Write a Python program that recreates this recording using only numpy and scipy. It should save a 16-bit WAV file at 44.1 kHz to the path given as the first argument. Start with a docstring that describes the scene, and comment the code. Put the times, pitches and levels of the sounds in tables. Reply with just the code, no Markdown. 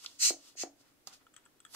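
"""Hand pump, close up

A small hand pump is pushed home twice: air hisses through the valve and the handle thuds on its stop.
Between pushes the piston slides back softly. The pump is laid on a cloth; a second one is grasped,
and its loose plastic parts tick. A small, quiet room answers."""
import sys
import numpy as np
from scipy import signal
from scipy.fft import rfft, irfft, next_fast_len
from scipy.io import wavfile
from scipy.ndimage import map_coordinates

SR = 44100
rng = np.random.default_rng(int(sys.argv[2]) if len(sys.argv) > 2 else 0)


def dump_mix(stems):
    """Bounce the given channels to the path in sys.argv[1] as a 16-bit WAV at rate SR."""
    frames = np.atleast_2d(stems).T  # one column per channel
    limited = np.clip(frames, -1, 1)  # hard clip at full scale
    pcm = np.round(limited * 32767).astype(np.int16)
    wavfile.write(sys.argv[1], SR, pcm)


N = 77175
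TIME = np.arange(N) / SR
GRAIN_DB, GRAIN_HZ = 1, 655  # depth and rate of the roughness in all friction


def amp(db):
    """Decibels to gain."""
    return 10 ** (np.asarray(db) / 20)


def unit(x):
    """Scale to rms 1."""
    return x / np.sqrt(np.mean(x ** 2) + 1e-20)


def along(points, hz):
    """Read a curve of (Hz, value) points on a log frequency axis."""
    freqs, values = np.transpose(points)
    return np.interp(np.log(hz + 1), np.log(freqs + 1), values)


def filtered(x, response):
    """Shape x with a gain given as a function of frequency."""
    size = next_fast_len(N + SR // 2)
    return irfft(rfft(x, size) * response(np.fft.rfftfreq(size, 1 / SR)), size)[..., :N]


def noise(colour):
    """Coloured noise of rms 1."""
    return unit(filtered(rng.standard_normal(N), lambda hz: amp(along(colour, hz))))


def stereo_noise(colour, width):
    """Coloured noise whose width curve sets the side level against the mid."""
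    mid = noise(colour)
    side = filtered(noise(colour), lambda hz: amp(along(width, hz)))
    return np.array([mid + side, mid - side])


def wide_noise(colour):
    """Stereo noise of rms 1 for air and friction, wider in the treble."""
    # Stereo width. Each row: frequency in Hz, side over mid in dB.
    width = [(100, -14.5), (700, -6.5), (2300, -3.5), (4400, -4), (8000, -1.5), (15000, -3.5)]
    return unit(stereo_noise(colour, width))


def wobble(rate):
    """A smooth random curve, rate knots a second."""
    return map_coordinates(rng.standard_normal(int(N * rate / SR) + 4), [TIME * rate])


def panned(x, pan_db):
    """Place x in stereo, the left pan_db above the right."""
    return x * amp(np.array([[pan_db / 2], [-pan_db / 2]]))


def since(start):
    """Seconds since start, zero before."""
    return np.maximum(TIME - start, 0)


def ring(start, modes, scatter_db, detune):
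    """Damped modes struck at start; each contact shifts their levels and pitches a little."""
    t, out = since(start), np.zeros(N)
    for k, (hz, db, t60) in enumerate(modes):
        decay = amp(db + scatter_db * rng.normal() - 60 * t / t60)
        struck_hz = hz * (1 + detune * rng.normal())
        out += (-1) ** k * decay * np.sin(2 * np.pi * struck_hz * t)
    return out


def room_tone():
    """A faint bed of still air: a narrow low end under a wide hiss."""
    # Tone of the still room. Each row: frequency in Hz, level in dB.
    colour = [(20, -14), (60, -20), (130, -12), (200, -18.5), (285, -6.5), (370, -14.5), (500, -15.5),
              (1000, -22), (2000, -25), (5000, -28), (15500, -31)]
    return amp(-71.5) * stereo_noise(colour, width=[(100, -4.0), (400, -5.0), (1500, 0.5)])


def room_modes(x):
    """Standing waves of the room hum on after each knock."""
    # Standing waves. 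Each row: frequency in Hz, level in dB, t60 in seconds.
    modes = [(283, 2.5, .3), (329, -1, .22), (650, -9, .2)]
    hum = ring(0, modes, scatter_db=4, detune=0.001)
    return amp(-59) * signal.fftconvolve(x.mean(axis=0), hum)[:N]


def room_tail(x, build_s=0.0055, mono_below_hz=900):
    """The walls return a short tail, centred in the bass and wide in the treble."""
    # Reverb time. Each row: frequency in Hz, t60 in seconds.
    t60s = [(150, 0.04), (300, 0.16), (700, 0.22), (2000, 0.16), (7000, 0.22), (14000, 0.11)]
    # Tone of the tail. Each row: frequency in Hz, level in dB.
    colour = [(100, -15.5), (200, -6), (300, -8.5), (700, -4), (1100, -7.5), (3000, -8), (7000, -11.5),
              (14000, -7)]
    hz, t, bands = signal.stft(rng.standard_normal((2, SR // 2)), SR, nperseg=256)
    fade = amp(-60 * t / along(t60s, hz)[:, None]) * (1 - np.exp(-t / build_s))
    fade /= np.linalg.norm(fade, axis=1, keepdims=True)
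    _, tails = signal.istft(bands * fade, SR, nperseg=256)
    wet = signal.fftconvolve(x.mean(axis=0)[None], tails / np.linalg.norm(tails), axes=1)[:, :N]
    mid = filtered(wet[0], lambda f: amp(along(colour, f)))
    side = filtered(wet[1], lambda f: amp(along(colour, f)) * f / np.hypot(f, mono_below_hz))
    return np.array([mid + side, mid - side])


def close_up(x, scatter_t60_s=0.022, scatter_db=-7, scatter_above_hz=1500):
    """The sound reaches the left a little early; hands and table scatter its treble to both sides."""
    # Lead of the left side. Each row: frequency in Hz, phase in radians.
    left_lead = [(200, 0), (800, 1.08), (2600, 0.87), (4000, 2), (5500, 3.5), (7500, 5), (9000, 6.5),
                 (15000, 11)]
    direct = filtered(x, lambda hz: np.exp(0.5j * along(left_lead, hz) * np.array([[1], [-1]])))
    t = np.arange(SR // 20) / SR
    scatter = rng.standard_normal((2, len(t))) * amp(-60 * t / scatter_t60_s)
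    scatter /= np.linalg.norm(scatter, axis=1, keepdims=True)
    bounced = signal.fftconvolve(x, scatter, axes=1)[:, :N]
    treble = filtered(bounced, lambda hz: 1j * hz / (1j * hz + scatter_above_hz))
    return direct + amp(scatter_db) * treble


def thin(x, low_cut_hz=97):
    """Such small bodies radiate little bass."""
    return signal.sosfilt(signal.butter(2, low_cut_hz, "highpass", fs=SR, output="sos"), x)


def friction(colour):
    """Grainy rubbing noise of rms 1."""
    return unit(wide_noise(colour) * amp(GRAIN_DB * wobble(GRAIN_HZ)))


def finger_rubs():
    """Fingertips drag briefly on the barrels: dull, soft friction."""
    # Rubs. Each row: centre in seconds, half length in seconds, level in dB.
    rubs = [(0.05, 0.0042, -52), (0.867, 0.055, -73), (1.081, 0.0099, -59), (1.125, 0.0296, -62.5),
            (1.215, 0.0188, -70), (1.384, 0.035, -72), (1.445, 0.021, -73.5), (1.745, 0.019, -62.5)]
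    # Skin on plastic. Each row: frequency in Hz, level in dB.
    colour = [(100, -7), (400, -6.5), (800, -2.5), (1400, 0), (2400, -6), (4500, -11), (15000, -34.5)]
    power = sum(amp(db - 10 * ((TIME - centre) / half) ** 2) ** 2 for centre, half, db in rubs)
    return np.sqrt(power) * friction(colour)


def grip_scrape(peak_s=1.776, swell_s=0.026, peak_db=-42.5):
    """The grip shifts on the second pump: a thin, bright rustle swells at the very end."""
    # Tone of the rustle. Each row: frequency in Hz, level in dB.
    colour = [(5000, -33.5), (9000, 0), (11500, 6), (15000, -15)]
    swell_db = peak_db - 10 * np.abs(TIME - peak_s) / swell_s
    return wide_noise(colour) * amp(swell_db + GRAIN_DB * wobble(GRAIN_HZ))


def slides():
    """Plastic friction swells and fades as the piston draws back and the pumps brush cloth and hands."""
    # Moves. Each row: peak time, rise and fall (per 10 dB) in seconds, level in dB, pan in dB.
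    moves = [(0.038, 0.11, 0.15, -55.5, -1.5), (0.047, 0.011, .007, -47, 5.5),
             (0.485, 0.11, 0.038, -57.5, 1), (0.81, 0.024, 0.017, -65, -0.5), (0.881, 0.051, 0.053, -74, 1),
             (1.085, 0.014, 0.023, -57, -2.5), (1.136, 0.014, 0.024, -54, 1.5),
             (1.73, 0.031, 0.06, -59.5, -4), (1.748, 0.009, .02, -45.5, -3)]
    # Sliding plastic. Each row: frequency in Hz, level in dB.
    colour = [(100, -19.5), (400, -16), (1200, -5), (2200, -7.5), (3800, 2), (5500, 3), (8000, -2),
              (10000, -9), (13000, -10.5), (15500, -19.5)]
    power = np.zeros((2, N))
    for peak, rise, fall, db, pan_db in moves:
        from_peak = np.abs(TIME - peak) / np.where(TIME < peak, rise, fall)
        power += panned(amp(db - 10 * from_peak ** 1.05), pan_db) ** 2
    return np.sqrt(power) * friction(colour)


def crack(start, t60):
    """The dry edge of a plastic contact: a noise burst that dies quickly."""
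    # Tone of the burst. Each row: frequency in Hz, level in dB.
    colour = [(100, -5.5), (400, -5), (1250, -2), (2200, -8.5), (3500, 0), (5600, 3), (7500, -4.5),
              (9500, -4.5), (15000, -7)]
    t = since(start)
    return wide_noise(colour) * (t > 0) * amp(-60 * t / t60)


def ticks(chatter_db=-2.5, chatter_t60_s=0.034, edge_db=-13.5, pivot_hz=3300):
    """A loose part taps the second pump and chatters in tiny rebounds; each tap rings brighter or duller by its
    own hardness."""
    # Taps. Each row: start in seconds, level in dB, pan in dB, hardness as a tilt in dB per octave.
    taps = [(1.267, -61.5, 1.5, -7.5), (1.3398, -56, 1.5, -1), (1.343, -59, 3.5, -0.5),
            (1.3644, -44.5, 6.5, 1.5), (1.378, -57, 5.5, -1.5), (1.454, -60.5, 5, 2), (1.4614, -57, 4, -4),
            (1.603, -51, 2.5, 1.5), (1.6507, -44.5, 4, 0.5), (1.663, -63, -21, -1.5)]
    # Modes of the loose part. 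Each row: frequency in Hz, level in dB, t60 in seconds.
    loose_part = [(1315, -3.5, 0.013), (1747, -5.5, 0.012), (2162, -10.5, 0.0076), (3310, -3.5, 0.015),
                  (6030, -7, 0.0065), (7940, 2.5, 0.0074), (14000, -23, 0.0045)]
    out, t = np.zeros((2, N)), np.arange(SR // 10) / SR
    for start, db, pan_db, tilt_db in taps:
        modes = [(hz, level + tilt_db * np.log2(hz / pivot_hz), t60) for hz, level, t60 in loose_part]
        chatter = rng.standard_normal(len(t)) ** 3 * amp(-60 * t / chatter_t60_s)  # cubed into spikes
        contacts = (t == 0) + amp(chatter_db) * chatter / np.linalg.norm(chatter)
        rattle = signal.fftconvolve(ring(start, modes, scatter_db=2.5, detune=0.015), contacts)[:N]
        edge = amp(edge_db + tilt_db) * crack(start, t60=0.014)
        out += panned(amp(db) * (rattle + edge), pan_db)
    return out


def grasp(start_s=1.0725):
    """The grasp sets the shell of the second pump ringing faintly."""
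    # Modes of the shell. Each row: frequency in Hz, level in dB, t60 in seconds.
    shell = [(810, 2.5, 0.07), (1053, -4.5, 0.11), (1265, 8.5, 0.035)]
    return panned(amp(-58) * ring(start_s, shell, scatter_db=2, detune=0.0016), pan_db=2.5)


def clacks(rasp_db=-8.5):
    """Hard plastic contacts: a pitched snap and a short rasp."""
    # Hits. Each row: start in seconds, level in dB, rasp t60 in seconds, high cut in Hz, pan in dB,
    # pitch of the snap as a ratio.
    hits = [(0.062, -25, .004, 8470, -3, 1), (0.0654, -40.5, 0.013, 7500, -9.5, 0.8),
            (1.0724, -31, 0.005, 15000, -4, 1.36), (1.074, -35, 0.031, 15500, -1.5, 1.11),
            (1.7474, -33, 0.0069, 2120, 0, 0.36)]
    # Modes of the snap. Each row: frequency in Hz at ratio 1, level in dB, t60 in seconds.
    snap_modes = [(1270, -16.5, 0.0026), (3300, -0.5, 0.0039), (4900, 1.5, .002), (7800, -16.5, .0016)]
    out = np.zeros((2, N))
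    for start, db, rasp_t60, high_cut_hz, pan_db, pitch in hits:
        modes = [(hz * pitch, level, t60) for hz, level, t60 in snap_modes]
        snap = ring(start, modes, scatter_db=2, detune=0.015)
        rasp = amp(rasp_db) * crack(start, rasp_t60)
        high_cut = signal.butter(3, high_cut_hz, fs=SR, output="sos")
        out += panned(signal.sosfilt(high_cut, amp(db) * (snap + rasp)), pan_db)
    return out


def barrel_knocks(contact_s=0.00039):
    """The hollow barrel thuds as the handle hits its stop, and knocks softly as it shifts in the hands."""
    # Knocks. Each row: start in seconds, level in dB.
    knocks = [(0.248, -47), (0.3049, -24), (0.5534, -50.5), (0.6351, -26.5), (.809, -59)]
    # Modes of the barrel. Each row: frequency in Hz, level in dB, t60 in seconds.
    modes = [(312, -3, 0.033), (410, 2.5, 0.0084), (665, -2.5, 0.018), (1570, -1, 0.0031)]
    out = np.zeros(N)
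    for start, db in knocks:
        attack = 1 - np.exp(-since(start) / contact_s)
        out += amp(db) * attack * ring(start, modes, scatter_db=0.5, detune=0.026)
    return panned(out, pan_db=2.0)


def valve_hiss():
    """Air hisses and whistles through the valve as the piston speeds up, slows at the stop and halts."""
    # Pushes. Each row: start, fastest moment and stop in seconds, level in dB,
    # share of top speed left at the stop, pan in dB.
    pushes = [(0.182, 0.256, 0.3, -24, 0.72, -0.5), (0.554, 0.624, 0.633, -36.5, 0.8, -0.5)]
    # Hiss of the hard and the gentle push. Each row: frequency in Hz, level in dB.
    hard_hiss = [(100, -40), (300, -33), (800, -31.5), (1500, -21), (2300, -14), (2900, -12), (3500, -19),
                 (4100, -4), (5000, -5.5), (6300, -2.5), (8300, -6.5), (9400, -12), (10500, -28.5),
                 (11300, -18), (15500, -27.5)]
    gentle_hiss = [(100, -31), (300, -26.5), (1100, -27), (2200, -9.5), (3500, -15), (4500, -5.5),
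                   (5500, -5), (6500, 2), (7500, -10), (8500, -16.5), (10500, -20.5), (12000, -26),
                   (15500, -29)]
    # Narrow valve resonances. Each row: centre in Hz, width in Hz, level in dB.
    resonances = [(6140, 88, 2.5), (6400, 68, -12.5), (6340, 49, 0.5), (7330, 110, -4.5), (7660, 71, -7),
                  (8310, 80, -7)]
    close_s, speed_power = 0.016, 1.96
    flutter_db, flutter_hz = 0.5, 259.5
    ripple_db, ripple_spacing_hz = 2.5, 110.54  # random fine ripple that makes the hiss's tone uneven
    ripple_knots = rng.standard_normal((2, SR // 20))

    def ripple_gain(hz):
        ripple = [map_coordinates(side, [hz / ripple_spacing_hz]) for side in ripple_knots]
        return amp(ripple_db * np.clip(ripple, -3, 1))

    def peaks(hz):
        return sum(amp(db) / (1 + (2 * (hz - centre) / width) ** 2) for centre, width, db in resonances)

    out = np.zeros((2, N))
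    for push, colour, whistle_db in zip(pushes, [hard_hiss, gentle_hiss], [-6, -9.5]):
        start, fastest, stop, db, stop_speed, pan_db = push
        rise = np.sin(np.pi / 2 * np.clip((TIME - start) / (fastest - start), 0, 1))
        slowing = np.interp(TIME, [fastest, stop], [1, stop_speed])
        speed = rise * slowing * np.exp(-since(stop) / close_s)
        whistle = amp(whistle_db) * unit(filtered(rng.standard_normal(N), peaks))
        hiss = unit(filtered(wide_noise(colour), ripple_gain))
        level = speed ** speed_power * amp(db + flutter_db * wobble(flutter_hz))
        out += panned((hiss + whistle) * level, pan_db)
    return out


def scene():
    """Pumps and hands, close by, in the room."""
    air = thin(valve_hiss() + slides())
    knocks = thin(barrel_knocks())
    handling = thin(grasp() + clacks() + ticks() + finger_rubs() + grip_scrape())
    room_send = air + amp(1) * knocks + amp(-2) * handling  # the handling is nearer, so drier
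    return close_up(air + knocks + handling) + room_tail(room_send) + room_modes(room_send) + room_tone()


def record(dry, top_hz=15700):
    """A steep high cut takes off the very top."""
    return filtered(dry, lambda hz: hz < top_hz)


dry = scene()
out = record(dry)
dump_mix(out)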